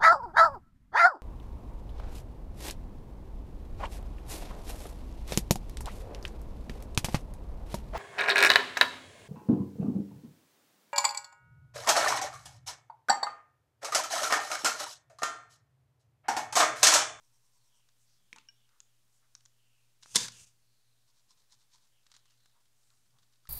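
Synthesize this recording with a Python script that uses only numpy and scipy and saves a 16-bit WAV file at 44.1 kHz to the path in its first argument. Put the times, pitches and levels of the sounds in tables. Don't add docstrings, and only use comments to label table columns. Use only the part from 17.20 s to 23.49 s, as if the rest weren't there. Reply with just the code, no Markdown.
import sys
import numpy as np
from scipy import signal
from scipy.fft import rfft, irfft, next_fast_len
from scipy.io import wavfile

SR = 44100
rng = np.random.default_rng(int(sys.argv[2]) if len(sys.argv) > 2 else 0)


def transcribe(u):
    v = np.clip(np.atleast_2d(u).T, -1, 1)
    q = np.round(v * 32767).astype(np.int16)
    wavfile.write(sys.argv[1], SR, q)


N = 277389
T = np.arange(N) / SR
HIT_T = T[:SR // 2]


def from_db(db):
    return 10 ** (np.asarray(db) / 20)


def unit_rms(x):
    return x / np.sqrt(np.mean(x ** 2) + 1e-20)


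def unit_peak(x):
    return x / (np.abs(x).max() + 1e-20)


def at_hz(curve, hz):
    frequencies, values = np.transpose(curve)
    return np.interp(np.log(np.maximum(hz, 1)), np.log(frequencies), values)


def decay(t60, t=HIT_T):
    return np.exp(-np.log(1000) * t / t60)


def swell(s, half_s, db):
    return from_db(db) * np.exp(-.5 * np.minimum(((T - s) / half_s) ** 2, 100))


def fader(curve):
    s, db = np.transpose(curve)
    outside_s = np.maximum(s[0] - T, 0) + np.maximum(T - s[-1], 0)
    return from_db(np.interp(T, s, db)) * np.exp(-outside_s / 0.002)


def drift(rate):
    knots = rng.standard_normal(N // 8)
    return np.interp(T * rate, np.arange(len(knots)), knots)


def add(out, s, sound):
    start = int(s * SR)
    out[start:start + len(sound)] += sound[:N - start]


def eq(x, curve):
    size = 2 * next_fast_len(len(x) // 2 + 2048)
    gain = from_db(at_hz(curve, np.linspace(0, SR / 2, size // 2 + 1)))
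    cepstrum = irfft(np.log(gain))
    cepstrum[1:size // 2] *= 2
    cepstrum[size // 2 + 1:] = 0
    return irfft(rfft(x, size) * np.exp(rfft(cepstrum)))[:len(x)]


def bands(x, count=14):
    centres = np.geomspace(100, 14000, count)
    spectrum = rfft(x)
    hz = np.linspace(0, SR / 2, len(spectrum))
    return [(centre, irfft(spectrum * np.interp(hz, centres, weights), len(x)))
            for centre, weights in zip(centres, np.eye(count))]


def resonance(x, hz, width_hz):
    radius = np.exp(-np.pi * width_hz / SR)
    feedforward = np.array([1, 0, -1]) * (1 - radius ** 2) / 2
    feedback = [1, -2 * radius * np.cos(2 * np.pi * hz / SR), radius ** 2]
    return signal.lfilter(feedforward, feedback, x + 1e-18)


def narrow_noise(hz, width_hz):
    band = resonance(rng.standard_normal(N), hz, width_hz)
    return unit_rms(resonance(band, hz, width_hz))


def friction(curve, grain_db, grains_per_s):
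    grains = rng.standard_normal(N) * from_db(grain_db * drift(grains_per_s))
    return unit_rms(eq(grains, curve))


def struck(modes):
    return sum(from_db(db) * np.sin(2 * np.pi * hz * HIT_T) * decay(t60) for hz, db, t60 in modes)


# (frequency [Hz], gain [dB])
HISS_EQ = [(20, -7), (35, -12.5), (70, -14.5), (130, -17.5), (200, -17.5), (320, -21), (950, -21.5),
           (2200, -23), (3500, -21), (6200, -21), (9500, -23), (12000, -26), (15500, -29.5)]

def room_hiss(level_db=-76.5, waver_db=0.4):
    noise = from_db(level_db) * unit_rms(eq(rng.standard_normal(N), HISS_EQ))
    return sum(band * from_db(waver_db * drift(9)) for _, band in bands(noise))


# (centre time [s], half length [s], level [dB], mid-glide pitch [Hz])
HISS_SWELLS = [(.42, 0.049, -82, 4250), (.58, 0.071, -80, 3040), (1.148, 0.13, -81.5, 3130),
               (1.423, .06, -78, 3170), (1.718, .05, -84, 3000), (2.52, 0.13, -80.5, 2800),
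               (3.16, 0.049, -66, 2845), (3.62, .18, -83.5, 4150), (4.77, .04, -79.5, 3000),
               (5.08, .05, -80.5, 2950), (5.25, .08, -80.5, 4050)]

def sinking_hiss(half_width_hz=280, octaves_per_half=0.089):
    lowpass = signal.butter(2, half_width_hz, fs=SR, output="sos")
    noise = unit_rms(signal.sosfilt(lowpass, rng.standard_normal(N)))
    carriers = np.zeros(N)
    for s, half_s, db, hz in HISS_SWELLS:
        glide_hz = hz * 2 ** (-octaves_per_half * np.clip((T - s) / half_s, -3, 3))
        carriers += swell(s, half_s, db) * np.sqrt(2) * np.sin(2 * np.pi * np.cumsum(glide_hz) / SR)
    return noise * carriers


# (time [s], level [dB])
HUM_RIDE = [(0, -80.5), (1.3, -85), (1.8, -82), (2.7, -79.5), (3.6, -82), (4.5, -84.5), (5.6, -85.5),
            (6.05, -82), (6.29, -83)]

def mains_hum(hz=120, octave_db=-24, trim_db=1.5, waver_db=3.5, duck_db=-11, duck_half_s=0.018):
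    strokes = scribble_strokes() + shading_strokes()
    ducking = sum(swell(s, duck_half_s, 0) for s, _, _ in strokes)
    phase = 2 * np.pi * hz * T
    tone = unit_rms(np.sin(phase) + from_db(octave_db) * np.sin(2 * phase))
    return tone * fader(HUM_RIDE) * from_db(trim_db + duck_db * ducking + waver_db * drift(16))


# (frequency [Hz], t60 [s])
REVERB_TIMES = [(120, 0.66), (300, 0.45), (4000, .36), (12000, 0.24)]

def room_reverb(x, predelay_s=.011):
    t = T[:SR]
    tail = sum(band * decay(at_hz(REVERB_TIMES, hz), t) for hz, band in bands(rng.standard_normal(SR)))
    tail *= t > predelay_s
    return signal.fftconvolve(x, tail / np.sqrt(np.sum(tail ** 2)))[:N]


def room_boom(hz=120.3, level_db=-52, rise_s=.02, t60=0.88):
    knock_s = KNOCK_HITS[0][0]
    t = np.maximum(T - knock_s, 0)
    envelope = (1 - np.exp(-t / rise_s)) * decay(t60, t)
    return from_db(level_db) * envelope * np.sin(2 * np.pi * hz * t)


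# (centre time [s], half length [s], level [dB], pitch [Hz])
BRUSH_CUES = [(0.823, 0.031, -75, 7000), (0.93, 0.045, -74.5, 5030), (1.007, .046, -85.5, 153),
              (1.173, 0.0094, -60.5, 1140), (1.205, 0.011, -69, 3400), (1.176, 0.033, -73.5, 216),
              (1.545, .037, -78.5, 1220), (1.958, 0.032, -75.5, 7100), (2.042, 0.015, -77, 1240),
              (5.37, 0.023, -77.5, 940), (5.68, 0.097, -78, 6960), (5.718, .018, -80.5, 1140),
              (5.951, 0.068, -79, 129.7), (5.966, 0.02, -79.5, 890)]

def brushes(relative_width=0.64):
    return sum(swell(s, half_s, db) * narrow_noise(hz, relative_width * hz)
               for s, half_s, db, hz in BRUSH_CUES)


def shading_strokes(count=6, start_s=0.048, step_s=0.1043, half_s=.026, db=-75.5):
    return [(start_s + k * step_s, half_s, db) for k in range(count)]


def scribble_strokes(count=4, start_s=3.895, cycle_s=.217, return_after_s=.085):
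    strokes = []
    for k in range(count):
        s = start_s + k * cycle_s
        push_db = min(-71 + 5.5 * k, -62)
        strokes += [(s, .014, push_db), (s + return_after_s, 0.022, -73.5)]
    return strokes


# (frequency [Hz], gain [dB])
BROAD_TIP_EQ = [(200, -8), (650, -19.5), (1050, -4.5), (1400, -8.5), (2700, -10), (4000, 3), (5500, 1.5),
                (8500, -4.5), (12000, -23.5), (16000, -39)]
FINE_TIP_EQ = [(200, -28), (700, -25), (960, 1), (1300, -20), (4300, -23), (5500, 3), (7000, -6),
               (8500, -1), (9800, -12.5), (16000, -24)]

def colouring(table_hz=970, table_width_hz=170, table_db=-15):
    broad_envelope = sum(swell(*stroke) for stroke in scribble_strokes())
    fine_envelope = sum(swell(*stroke) for stroke in shading_strokes())
    broad = broad_envelope * friction(BROAD_TIP_EQ, grain_db=3.5, grains_per_s=500)
    fine = fine_envelope * friction(FINE_TIP_EQ, grain_db=3.5, grains_per_s=970)
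    table = (broad_envelope + fine_envelope) * narrow_noise(table_hz, table_width_hz)
    return broad + fine + from_db(table_db) * table


# (frequency [Hz], gain [dB])
CLATTER_EQ = [(100, -28), (250, -19), (600, -22), (1000, -3.5), (1600, -0.5), (2400, -6.5), (4000, 3.5),
              (6500, -1), (9000, -9), (12000, -24.5), (16000, -36)]

def chatter(cues):
    envelope = np.zeros(N)
    for s, db, t60 in cues:
        add(envelope, s, from_db(db) * decay(t60))
    return envelope * friction(CLATTER_EQ, grain_db=3, grains_per_s=980)


def fidget(start_s=4.2, end_s=6.25, ticks_per_s=22, level_db=-74.5, spread_db=1, t60=.08):
    gap_draws, level_draws = rng.random((60, 2)).T
    times = start_s + np.cumsum(-np.log(1 - gap_draws)) / ticks_per_s
    levels = level_db + spread_db * (1 - 2 * level_draws)
    return chatter([(s, db, t60) for s, db in zip(times, levels) if s < end_s])


# (time [s], starting level [dB], t60 [s])
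BURST_CUES = [(.688, -65, 0.033), (1.491, -67, 0.026), (2.2065, -64.5, .025), (2.8263, -51.5, .02),
              (2.831, -50, 0.055), (2.9485, -36, .2), (4.8656, -58.5, 0.032), (4.9165, -55, 0.044),
              (4.94, -58, 0.071), (4.949, -59, 0.052), (4.965, -54.5, 0.028), (5.0558, -60.5, .035),
              (5.2585, -56.5, .02), (5.703, -64.5, .025)]

def rough_bursts():
    return chatter(BURST_CUES)


# (frequency [Hz], relative level [dB], t60 [s])
THIN_BARREL_MODES = [(1596, -14.5, 0.052), (2370, -15, 0.049), (2916, -5.5, 0.047), (5440, -10, 0.028),
                     (5556, 0.5, 0.039)]

def tink(s=1.2868, peak_db=-41.5, contact_s=0.00052):
    out = np.zeros(N)
    ring = struck(THIN_BARREL_MODES) * (1 - np.exp(-HIT_T / contact_s))
    add(out, s, from_db(peak_db) * unit_peak(ring))
    return out


# (time [s], peak level [dB], ring pitch [Hz], ring t60 [s], clatter relative to ring [dB])
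CLICK_CUES = [(1.129, -32.5, 2300, .0055, -6), (1.161, -44, 894, 0.076, 8.5), (1.184, -42, 2680, .015, 2),
              (1.6034, -36, 6700, 0.0027, -7.5), (2.1515, -35, 5780, .0033, -2.5),
              (2.2536, -48.5, 6900, 0.0066, -8), (2.2583, -44.5, 5960, 0.0048, -1),
              (2.8594, -44, 1320, .003, -5), (3.083, -30, 5530, .014, 16), (6.254, -54, 1290, .03, -1),
              (6.272, -47.5, 1940, .007, 5)]

def clicks(clatter_t60=0.018, contact_s=.0003):
    out = np.zeros(N)
    attack = 1 - np.exp(-HIT_T / contact_s)
    for s, peak_db, hz, t60, clatter_db in CLICK_CUES:
        ring = unit_peak(np.sin(2 * np.pi * hz * HIT_T) * decay(t60) * attack)
        burst = rng.standard_normal(len(HIT_T)) * decay(clatter_t60)
        clatter = from_db(clatter_db) * unit_peak(eq(burst, CLATTER_EQ))
        add(out, s, from_db(peak_db) * unit_peak(ring + clatter))
    return out


# (frequency [Hz], relative level [dB], t60 [s])
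WOOD_MODES = [(185, -1, 0.063), (234.2, -2, 0.087), (320, -4, .06), (470, -7, 0.093), (1016, 5, .04)]
# (time [s], peak level [dB])
THUD_CUES = [(1.129, -51.5), (1.1585, -63), (2.958, -28)]

def thuds(low_cut_hz=150):
    out = np.zeros(N)
    low_cut = signal.butter(3, low_cut_hz, "high", fs=SR, output="sos")
    note = unit_peak(signal.sosfilt(low_cut, struck(WOOD_MODES)))
    for s, peak_db in THUD_CUES:
        add(out, s, from_db(peak_db) * note)
    return out


# (frequency [Hz], bandwidth [Hz], gain [dB])
BODY_MODES = [(490, 90, -5), (990, 170, -2), (3510, 66, 5), (3680, 36, 6), (4870, 12, 13.5),
              (4970, 16, 9.5), (6100, 27, 12), (6300, 33, 7.5), (6330, 16, 9), (6590, 14, 10),
              (6720, 15, 12.5), (7590, 20, 8.5), (7430, 26, 9)]

def body_ring(x):
    return sum(from_db(db) * resonance(x, hz, width_hz) for hz, width_hz, db in BODY_MODES)


# (time [s], level [dB])
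PUSH_RIDE = [(2.815, -75), (2.835, -70), (2.847, -68.5), (2.941, -54.5), (2.95, -44)]
SETTLE_RIDE = [(3.12, -55), (3.128, -63), (3.204, -57), (3.246, -60.5), (3.258, -74.5),
               (3.272, -64.5), (3.34, -89.5)]
# (frequency [Hz], gain [dB])
SHEET_EQ = [(29, -35.5), (50, -7), (128, -5), (305, -20.5), (369, -21.5), (1610, -19.5), (2250, -18.5),
            (2600, -8.5), (4010, -13.5), (6340, -2), (9100, -8.5), (14000, -27.5), (15800, -33)]

def sheet_swish(trim_db=1.5):
    envelope = from_db(trim_db) * (fader(PUSH_RIDE) + fader(SETTLE_RIDE))
    return envelope * friction(SHEET_EQ, grain_db=2.5, grains_per_s=2400)


# (time [s], level [dB])
SKID_RIDE = [(2.978, -33.5), (3.052, -40), (3.076, -49), (3.082, -48), (3.11, -79)]
# (frequency [Hz], gain [dB])
SKID_EQ = [(29, -36.5), (50, -14), (207, -9), (388, -19.5), (530, -8.5), (643, -20.5), (968, -10.5),
           (1360, -13.5), (1640, -8.5), (1990, -12.5), (2790, -7.5), (3310, -8.5), (4860, -2), (8670, -7.5),
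           (15800, -33.5)]

def skid(body_db=-5):
    scrape = friction(SKID_EQ, grain_db=2.0, grains_per_s=1200)
    return fader(SKID_RIDE) * unit_rms(scrape + from_db(body_db) * body_ring(scrape))


def squeak():
    return swell(s=3.049, half_s=.007, db=-49) * narrow_noise(hz=1614, width_hz=220)


# (time [s], attack rms [dB], bright edge [Hz], rattle t60 [s])
KNOCK_HITS = [(2.9565, -22, 8500, 0.026), (2.9586, -17, 4893, 0.019), (2.9632, -22.5, 6500, .011),
              (2.9653, -21, 3600, 0.029)]
# (frequency [Hz], gain [dB])
KNOCK_EQ = [(40, -36), (90, -24.5), (200, -13), (350, -17), (500, -13), (720, -21.5), (1020, -8.5),
            (1300, -18), (2000, -9), (2600, -17), (3500, -12), (5000, -12), (8000, -12.5), (10500, -13.5),
            (12500, -25.5), (15800, -36.5)]

def knock(edge_width_hz=2000, edge_db=11, attack_s=.004):
    out = np.zeros(N)
    for s, attack_db, edge_hz, t60 in KNOCK_HITS:
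        rattle = eq(rng.choice([-1, 1], len(HIT_T)) * decay(t60), KNOCK_EQ)
        edge = from_db(edge_db) * resonance(rattle, edge_hz, edge_width_hz)
        hit = rattle + body_ring(rattle) + edge
        attack_rms = np.std(hit[:int(attack_s * SR)])
        add(out, s, from_db(attack_db) * hit / attack_rms)
    return out


def scene(reverb_db=-15.5):
    foley = clicks() + rough_bursts() + fidget() + tink() + thuds()
    foley += knock() + skid() + sheet_swish() + squeak()
    foley += colouring() + brushes()
    room = from_db(reverb_db) * room_reverb(foley) + room_boom()
    bed = room_hiss() + sinking_hiss() + mains_hum()
    return (foley + room + bed)[None]


def record(dry, high_cut_hz=15600, dc_offset=-0.00034):
    high_cut = signal.ellip(10, .1, 70, high_cut_hz, fs=SR, output="sos")
    return signal.sosfilt(high_cut, dry) + dc_offset


dry = scene()
out = record(dry)
transcribe(out)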